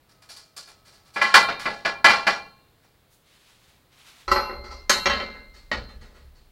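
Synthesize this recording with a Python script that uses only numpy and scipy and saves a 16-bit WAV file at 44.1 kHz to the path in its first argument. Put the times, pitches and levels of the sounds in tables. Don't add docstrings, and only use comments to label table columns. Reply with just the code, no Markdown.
import sys
import numpy as np
from scipy import signal
from scipy.fft import rfft, irfft
from scipy.io import wavfile
from scipy.ndimage import uniform_filter1d

SR = 44100
rng = np.random.default_rng(int(sys.argv[2]) if len(sys.argv) > 2 else 0)


def unload_audio(sound):
    columns = np.transpose(np.atleast_2d(sound))
    steps = np.round(np.clip(columns, -1, 1) * 32767)
    wavfile.write(sys.argv[1], SR, steps.astype(np.int16))


N = 287091
TIME = np.arange(N) / SR
RING_TIME = np.arange(SR) / SR


def undb(db):
    return 10 ** (np.asarray(db) / 20)


def unit(x):
    return x / np.sqrt(np.mean(x ** 2))


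def over_pitch(hz, points_hz, values):
    return np.interp(np.log(np.maximum(hz, 1)), np.log(points_hz), values)


def decay(age_s, t60):
    return np.exp(-np.log(1000) * age_s / t60)


def envelope(start_s, attack_s, length_s, t60):
    age = TIME - start_s
    swell = np.sin(np.pi / 2 * np.clip(age / attack_s, 0, 1)) ** 2
    return swell * decay(np.maximum(age - length_s, 0), t60)


def noise(colour):
    gain = undb(over_pitch(np.fft.rfftfreq(N, 1 / SR), *np.transpose(colour)))
    return unit(irfft(rfft(rng.standard_normal(N)) * gain, N))


def walk(rate):
    step = int(SR / rate)
    held = np.repeat(rng.standard_normal(N // step + 1), step)
    return uniform_filter1d(held, step)[:N]


# (frequency [Hz], relative level [dB per Hz])
AIR_COLOUR = [(12, -31), (20, -2), (137, 0.5), (207, -7), (478, -8.5), (725, -11.5), (834, -12),
              (2330, -17.5), (2610, -19), (4190, -18), (5850, -27), (14300, -26), (15500, -22)]


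def country_air():
    return noise(AIR_COLOUR) * undb(-61.5 + 0.7 * walk(3.8))


# (frequency [Hz], mean level [dB])
WHINE_PARTIALS = [(640, -74), (1276, -71.5)]


def whine():
    cycles_per_hz = np.cumsum(1 + 0.012 * walk(12)) / SR
    tone = 0
    for hz, db in WHINE_PARTIALS:
        level = undb(db + 3 * walk(5.6)) * np.sqrt(2)
        tone = tone + level * np.sin(2 * np.pi * hz * cycles_per_hz)
    return tone * envelope(0.05, attack_s=0.059, length_s=1.1, t60=0.33)


def contact(hz, bass_db, treble_db, top_db):
    return over_pitch(hz, [400, 1000, 2200, 4500, 9500], [bass_db, 0, 0, treble_db, top_db])


# (band centre [Hz], t60 of the steel [s], t60 of the barn [s], share of the barn [dB])
BAND_DECAY = [(150, 0.22, .9, -5), (450, 0.37, 0.64, -16.5), (1110, 0.23, 0.47, -13.5),
              (2570, .22, 0.18, -21.5), (4350, 0.28, 0.18, -18), (6700, 0.28, 0.21, -17.5),
              (13000, 0.14, .42, -14.5)]


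def crash(gain, hz, stretch, rattle_db):
    spectrum = rfft(rng.standard_normal(len(RING_TIME))) * gain
    centres = [row[0] for row in BAND_DECAY]
    chatter = undb(rattle_db * walk(300)[:len(RING_TIME)])
    out = 0
    for share, (_, steel_s, barn_s, barn_db) in zip(np.eye(len(BAND_DECAY)), BAND_DECAY):
        band = irfft(spectrum * over_pitch(hz, centres, share), len(RING_TIME))
        steel_part = chatter * decay(RING_TIME, steel_s * stretch)
        barn_part = undb(barn_db) * decay(RING_TIME, barn_s)
        out = out + band * np.hypot(steel_part, barn_part)
    return out


def partials(modes, count=7):
    hz, _, t60, width = np.transpose(modes)
    place = np.linspace(-1, 1, count)
    scatter = rng.uniform(-2, 2.2, (len(hz), count)) / count
    split_hz = hz[:, None] + width[:, None] * (place + scatter)
    angle = np.float32(2 * np.pi * split_hz[:, :, None]) * np.float32(RING_TIME)
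    weight = np.float32(unit(1 - np.abs(place) / 2) / np.sqrt(count))
    damping = np.float32(decay(RING_TIME, t60[:, None, None]))
    return np.array([np.cos(angle), np.sin(angle)]) * (weight[:, None] * damping)


def steel(blows, modes, body, body_db, ring_db, ripple_db, rattle_db, scrape_db):
    hz = np.fft.rfftfreq(len(RING_TIME), 1 / SR)
    mode_hz, mode_db = np.transpose(modes)[:2]
    rings = partials(modes)
    ripple_hz = np.arange(0, SR / 2, 24)
    ripple = np.interp(hz, ripple_hz, rng.standard_normal(len(ripple_hz))) * np.minimum(hz / 700, 1)
    colour = undb(over_pitch(hz, *np.transpose(body)) + ripple_db * ripple)
    middle = (hz > 800) & (hz < 2500)
    colour /= np.sqrt(np.mean(colour ** 2 * middle))
    out = np.zeros(N + len(RING_TIME))
    for s, db, bass_db, treble_db, top_db, own_ring_db, rise_s, stretch in blows:
        tilt = bass_db, treble_db, top_db
        spread_db = 1.5 * rng.standard_normal(len(modes))
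        sizes = undb(mode_db + own_ring_db + contact(mode_hz, *tilt) + spread_db)
        phase = 2 * np.pi * rng.random((len(modes), 1)) + 1.2 * rng.standard_normal(rings.shape[1:3])
        weights = np.float32(sizes[:, None] * [np.cos(phase), np.sin(phase)])
        ring = np.tensordot(weights, rings, axes=3)
        grain_db = rattle_db + scrape_db * np.tanh(rise_s / 0.0074)
        body_sound = crash(colour * undb(contact(hz, *tilt)), hz, stretch, grain_db)
        hit = undb(body_db) * body_sound + undb(ring_db) * ring
        rise = 1 - np.exp(-RING_TIME / max(rise_s, 1 / SR))
        start = max(int(s * SR), 0)
        out[start:start + len(hit)] += undb(db) * hit * rise
    return out[:N]


def clanks(rows, tone, tilt, rise_s):
    return [(s, db, *np.add(tone, hardness * np.array(tilt)), ring_db, rise_s, stretch)
            for s, db, hardness, ring_db, stretch in rows]


# (bass, treble, top) [dB per dB of hardness]
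SCRAPE_HARDNESS_TILT = (-0.22, 0.98, 0.83)


def scrapes(rows, tone, ring_db, stretch):
    return [(s, db, *np.add(tone, hardness * np.array(SCRAPE_HARDNESS_TILT)), ring_db, rise_s, stretch)
            for s, db, hardness, rise_s in rows]


# (frequency [Hz], relative level [dB], t60 [s], nominal half-width of the cluster [Hz])
FRAME_RINGING_MODES = [(201, -20, 0.46, 20), (330.2, -17.5, 0.24, 12), (583, -15, .42, 25),
                       (823, -8, 0.52, 30), (1076, -6, 0.54, 14), (1111, -15.5, .45, 8.6),
                       (1230, -11, 0.27, 37), (1358, -6, .42, 14), (1388, -7.5, 0.48, 15),
                       (1686, 2, 0.35, 14), (1995, 0, 0.33, 32), (2380, -0.5, .42, 12),
                       (2754, -16, 0.62, 17), (3100, -12.5, .44, 20), (3540, -17, .36, 15),
                       (3709, -28, 0.92, 0.33), (4200, -32, 1.0, .5), (4170, -13, 0.63, 140),
                       (4610, -15.5, .44, 70), (5330, -28.5, 0.2, 12), (5700, -26.5, 0.23, 23)]
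# (frequency [Hz], relative level [dB per Hz])
FRAME_CRASH_COLOUR = [(25, -19), (60, -20.5), (125, -21), (200, -18), (400, -10.5), (620, -2.5),
                      (1100, 4.5), (1450, 2.5), (2200, -3.5), (3600, -7.5), (4500, -4), (6300, -18.5),
                      (10000, -26), (15500, -38)]
# (time [s], relative level [dB], hardness [dB], relative ring level [dB], stretch of the crash decay [factor])
FRAME_KNOCKS = [(1.159, -25.5, -7.5, -2.5, 1.54), (1.214, -19.5, 2.5, 4.5, 1.65), (1.34, -3, 6, -7, .8),
                (1.356, -10, -1, -4, 0.75), (1.484, -21, -10, -10.5, 0.94), (1.593, -33.5, 10, -7, 2.6),
                (1.654, -21, -11.5, -4.5, 1), (1.849, -16, -5, -8, 0.88), (2.043, -5.5, 1, -3, 0.8),
                (2.092, -13.5, -1.5, -18.5, 1.3), (2.267, -13.5, -1.5, -5.5, 1.07)]
# (time [s], relative level [dB], hardness [dB], rise time constant [s])
FRAME_GRAZES = [(0.089, -61.5, -0.5, 0.0079), (0.22, -55.5, -3.5, 0.0008), (0.288, -47, 2.5, 0.0063),
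                (0.319, -59, 5, 0.0026), (0.362, -52.5, 4.5, 0.0027), (0.564, -45.5, 4.5, 0.0038),
                (0.672, -49, -5, 0.0045), (0.848, -51, -0.5, 0.023), (0.925, -53.5, -2, .025),
                (1.047, -55.5, -3.5, 0.015), (1.135, -48, 2.5, 0.019), (2.825, -60, -8, 0.011)]
# (bass [dB], treble [dB], top [dB])
FRAME_KNOCK_TONE = (0.4, -1.1, -1.1)
FRAME_GRAZE_TONE = (6, 11, 22.1)
# (bass, treble, top) [dB per dB of hardness]
FRAME_HARDNESS_TILT = (-.85, .25, 1)


def standing_frame():
    blows = (clanks(FRAME_KNOCKS, FRAME_KNOCK_TONE, FRAME_HARDNESS_TILT, rise_s=0.0034)
             + scrapes(FRAME_GRAZES, FRAME_GRAZE_TONE, ring_db=-6, stretch=1.3))
    return steel(blows, FRAME_RINGING_MODES, FRAME_CRASH_COLOUR,
                 body_db=-2.0, ring_db=-3.5, ripple_db=4.0, rattle_db=0.9, scrape_db=1.5)


# (frequency [Hz], relative level [dB per Hz])
CLOTH_COLOUR = [(500, -8.5), (1000, -0.5), (1800, 1), (3800, 3), (6000, -4.5), (10000, -8.5),
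                (15000, -16.5)]
# (time [s], time until release [s], level [dB], tilt [dB per octave])
SLEEVE_RUBS = [(3.088, 0.053, -60, 7), (3.165, 0.56, -60.5, 0.1), (3.859, 0.35, -53.5, -.2)]


def sleeves():
    attack_s, t60_s = 0.19, 0.41
    hz, colour_db = np.transpose(CLOTH_COLOUR)
    out = 0
    for s, length_s, db, tilt in SLEEVE_RUBS:
        cloth = noise(np.c_[hz, colour_db + tilt * np.log2(hz)])
        out = out + undb(db) * cloth * envelope(s, min(attack_s, length_s), length_s, t60_s)
    return out * undb(2.1 * walk(35))


def wobble(modes):
    hz = np.fft.rfftfreq(N, 1 / SR)
    gain = sum(undb(db) / (1 + (2 * (hz - centre) / width) ** 2) for centre, width, db in modes)
    x = irfft(rfft(rng.standard_normal(N)) * gain, N)
    return x / np.sqrt(uniform_filter1d(x ** 2, SR // 8))


# (frequency [Hz], width [Hz], relative level [dB])
TOWER_SWAY_MODES = [(28.3, 3.4, 0), (35, 4.8, -12), (46.7, 5.7, -6)]
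TOWER_SHUDDER_MODES = [(54.7, 13, -5.5), (67.6, 5.3, 12), (88.5, 12, -17), (114, 45, -12.5)]
# (time [s], slow sway level [dB], shudder level [dB])
TOWER_JOLTS = [(4.261, -36, -36.5), (4.53, -60, -43.5), (4.66, -52, -44.5), (4.89, -55, -47),
               (5.06, -47, -37), (5.721, -43, -37.5), (5.93, -43.5, -46.5), (6.18, -58.5, -47.5)]


def tower():
    attack_s, hold_s, jolt_t60_s, settle_t60_s = 0.048, 0.038, 0.4, 12.3
    settle_sway_db, settle_shudder_db = -45.5, -52.5
    times, sway_db, shudder_db = np.transpose(TOWER_JOLTS)
    jolts = np.array([envelope(s, attack_s, attack_s + hold_s, jolt_t60_s) for s in times])
    settling = envelope(times[0], attack_s, attack_s, settle_t60_s)
    sway = np.sqrt(undb(sway_db) ** 2 @ jolts ** 2 + (undb(settle_sway_db) * settling) ** 2)
    shudder = np.sqrt(undb(shudder_db) ** 2 @ jolts ** 2 + (undb(settle_shudder_db) * settling) ** 2)
    return wobble(TOWER_SWAY_MODES) * sway + wobble(TOWER_SHUDDER_MODES) * shudder


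# (frequency [Hz], relative level while loose [dB],
# relative level once seated [dB], t60 [s], nominal half-width of the cluster [Hz])
TUBE_RINGING_MODES = [(218.5, -29, -24, 0.84, 10), (370, -8, -17.5, 0.42, 6), (564, -5, -13, 0.45, 9.6),
                      (807, -6, -13, 0.2, 20), (859, -12.5, -21, 0.72, 1.2), (1025, -4, -16, 0.65, 8),
                      (1080, -10, -10, 0.47, 8.1), (1310, -4.5, -7.5, 0.57, 28),
                      (1322, -0.5, -1.5, 0.25, 15), (1500, -16.5, -18, 0.75, 4.2),
                      (1656, -30.5, -16.5, 0.81, 2.4), (1960, -4.5, -1, 0.24, 9.4),
                      (2094, -16.5, -20, 1.42, 1.06), (2340, -15, -10, 0.46, 13),
                      (2740, -12.5, -11, .62, 11), (3104, -24, -8, 0.38, 11), (3310, -36, -16, 0.44, 8.7),
                      (3840, -32, -13, 0.62, 26), (4160, -10.5, -12.5, 0.61, 0.67),
                      (4190, -12, -13, 0.87, 130), (5010, -32, -19, 0.22, 27), (5590, -16, -4, 0.11, 7.9),
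                      (6430, -26, -7.5, 0.16, 5.7), (11800, -36, -27, .5, 31),
                      (11550, -25, -23.5, 0.59, 270)]
# (frequency [Hz], relative level [dB per Hz])
LOOSE_CRASH_COLOUR = [(90, -14), (150, -22.5), (220, -5.5), (290, -14.5), (380, -8), (650, -0.5),
                      (1300, 0.5), (1750, -8), (2400, -11.5), (3500, -20), (4300, -7.5), (6300, -21),
                      (9500, -34.5), (15500, -50)]
SEATED_CRASH_COLOUR = [(90, -15), (150, -18.5), (220, -3.5), (290, -12.5), (570, -6.5), (900, -6),
                       (1350, 0.5), (2000, -1.5), (2800, -6.5), (3500, -11.5), (4400, -3.5), (6300, -14),
                       (9500, -20.5), (15500, -33)]
# (time [s], relative level [dB], hardness [dB], relative ring level [dB], stretch of the crash decay [factor])
TUBE_KNOCKS = [(4.279, -28.5, -2, -1.5, 2.2), (4.315, -16.5, 2.5, -2.5, 0.62), (4.358, -20, -11, -4, 1.4),
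               (4.495, -34.5, -39, -4.5, 1.7), (4.895, -14.5, 2.5, -1.5, 1.05),
               (5.057, -20, -11.5, 4, 1.25), (5.098, -23, -16.5, -0.5, 1.98), (5.2, -27.5, -20, -4, 0.72),
               (5.715, -21.5, -16, -16, 1.1)]
# (time [s], relative level [dB], hardness [dB], rise time constant [s])
TUBE_GRAZES = [(4.638, -39, -0.5, 0.0077), (4.705, -40.5, 4, 0.0075), (5.342, -47, -18, .004),
               (5.536, -50.5, 3.5, 0.016), (5.884, -48, -8, 0.0075), (6.008, -46.5, -5, .012),
               (6.144, -50.5, -4.5, 0.013), (6.35, -63, 5, .008)]
# (bass [dB], treble [dB], top [dB])
TUBE_KNOCK_TONE = (0.27, 1.1, -.6)
TUBE_GRAZE_TONE = (8.5, 2.2, 0.83)
# (bass, treble, top) [dB per dB of hardness]
TUBE_HARDNESS_TILT = (-0.29, 0.29, 1.3)


def cross_tube():
    seated_from_s = 4.85
    blows = np.array(clanks(TUBE_KNOCKS, TUBE_KNOCK_TONE, TUBE_HARDNESS_TILT, rise_s=0.00065)
                     + scrapes(TUBE_GRAZES, TUBE_GRAZE_TONE, ring_db=-5, stretch=1.68))
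    hz, loose_db, seated_db, t60, width = np.transpose(TUBE_RINGING_MODES)
    is_loose = blows[:, 0] < seated_from_s
    loose = steel(blows[is_loose], np.c_[hz, loose_db, t60, width], LOOSE_CRASH_COLOUR,
                  body_db=-3, ring_db=-3, ripple_db=6.5, rattle_db=-0.5, scrape_db=2.3)
    seated = steel(blows[~is_loose], np.c_[hz, seated_db, t60, width], SEATED_CRASH_COLOUR,
                   body_db=-3.0, ring_db=-2.5, ripple_db=5.5, rattle_db=2.0, scrape_db=-2.5)
    return loose + seated


# (time [s], length [s], mean pitch [Hz], mean peak level [dB])
JOINT_SQUEAKS = [(5.525, 0.12, 4350, -56), (5.72, 0.3, 4140, -51.5), (5.872, 0.085, 3630, -59)]


def squeaks():
    out = np.zeros(N)
    for s, length_s, hz, db in JOINT_SQUEAKS:
        swell = np.sin(np.pi * np.clip((TIME - s) / length_s, 0, 1)) ** 2
        level = undb(db + 1.9 * walk(90))
        cycles = np.cumsum(hz * (1 + 0.0065 * walk(250))) / SR
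        out += level * swell * np.sin(2 * np.pi * cycles)
    return out


def scene():
    background = country_air() + whine()
    steelwork = standing_frame() + tower() + cross_tube() + squeaks()
    return (background + steelwork + sleeves())[None]


def record(dry):
    ceiling, top_hz = 1.05, 15900
    squashed = dry / (1 + (dry / ceiling) ** 4) ** (1 / 4)
    low_pass = signal.ellip(10, 0.2, 70, top_hz, fs=SR, output="sos")
    return signal.sosfilt(low_pass, squashed)


dry = scene()
out = record(dry)
unload_audio(out)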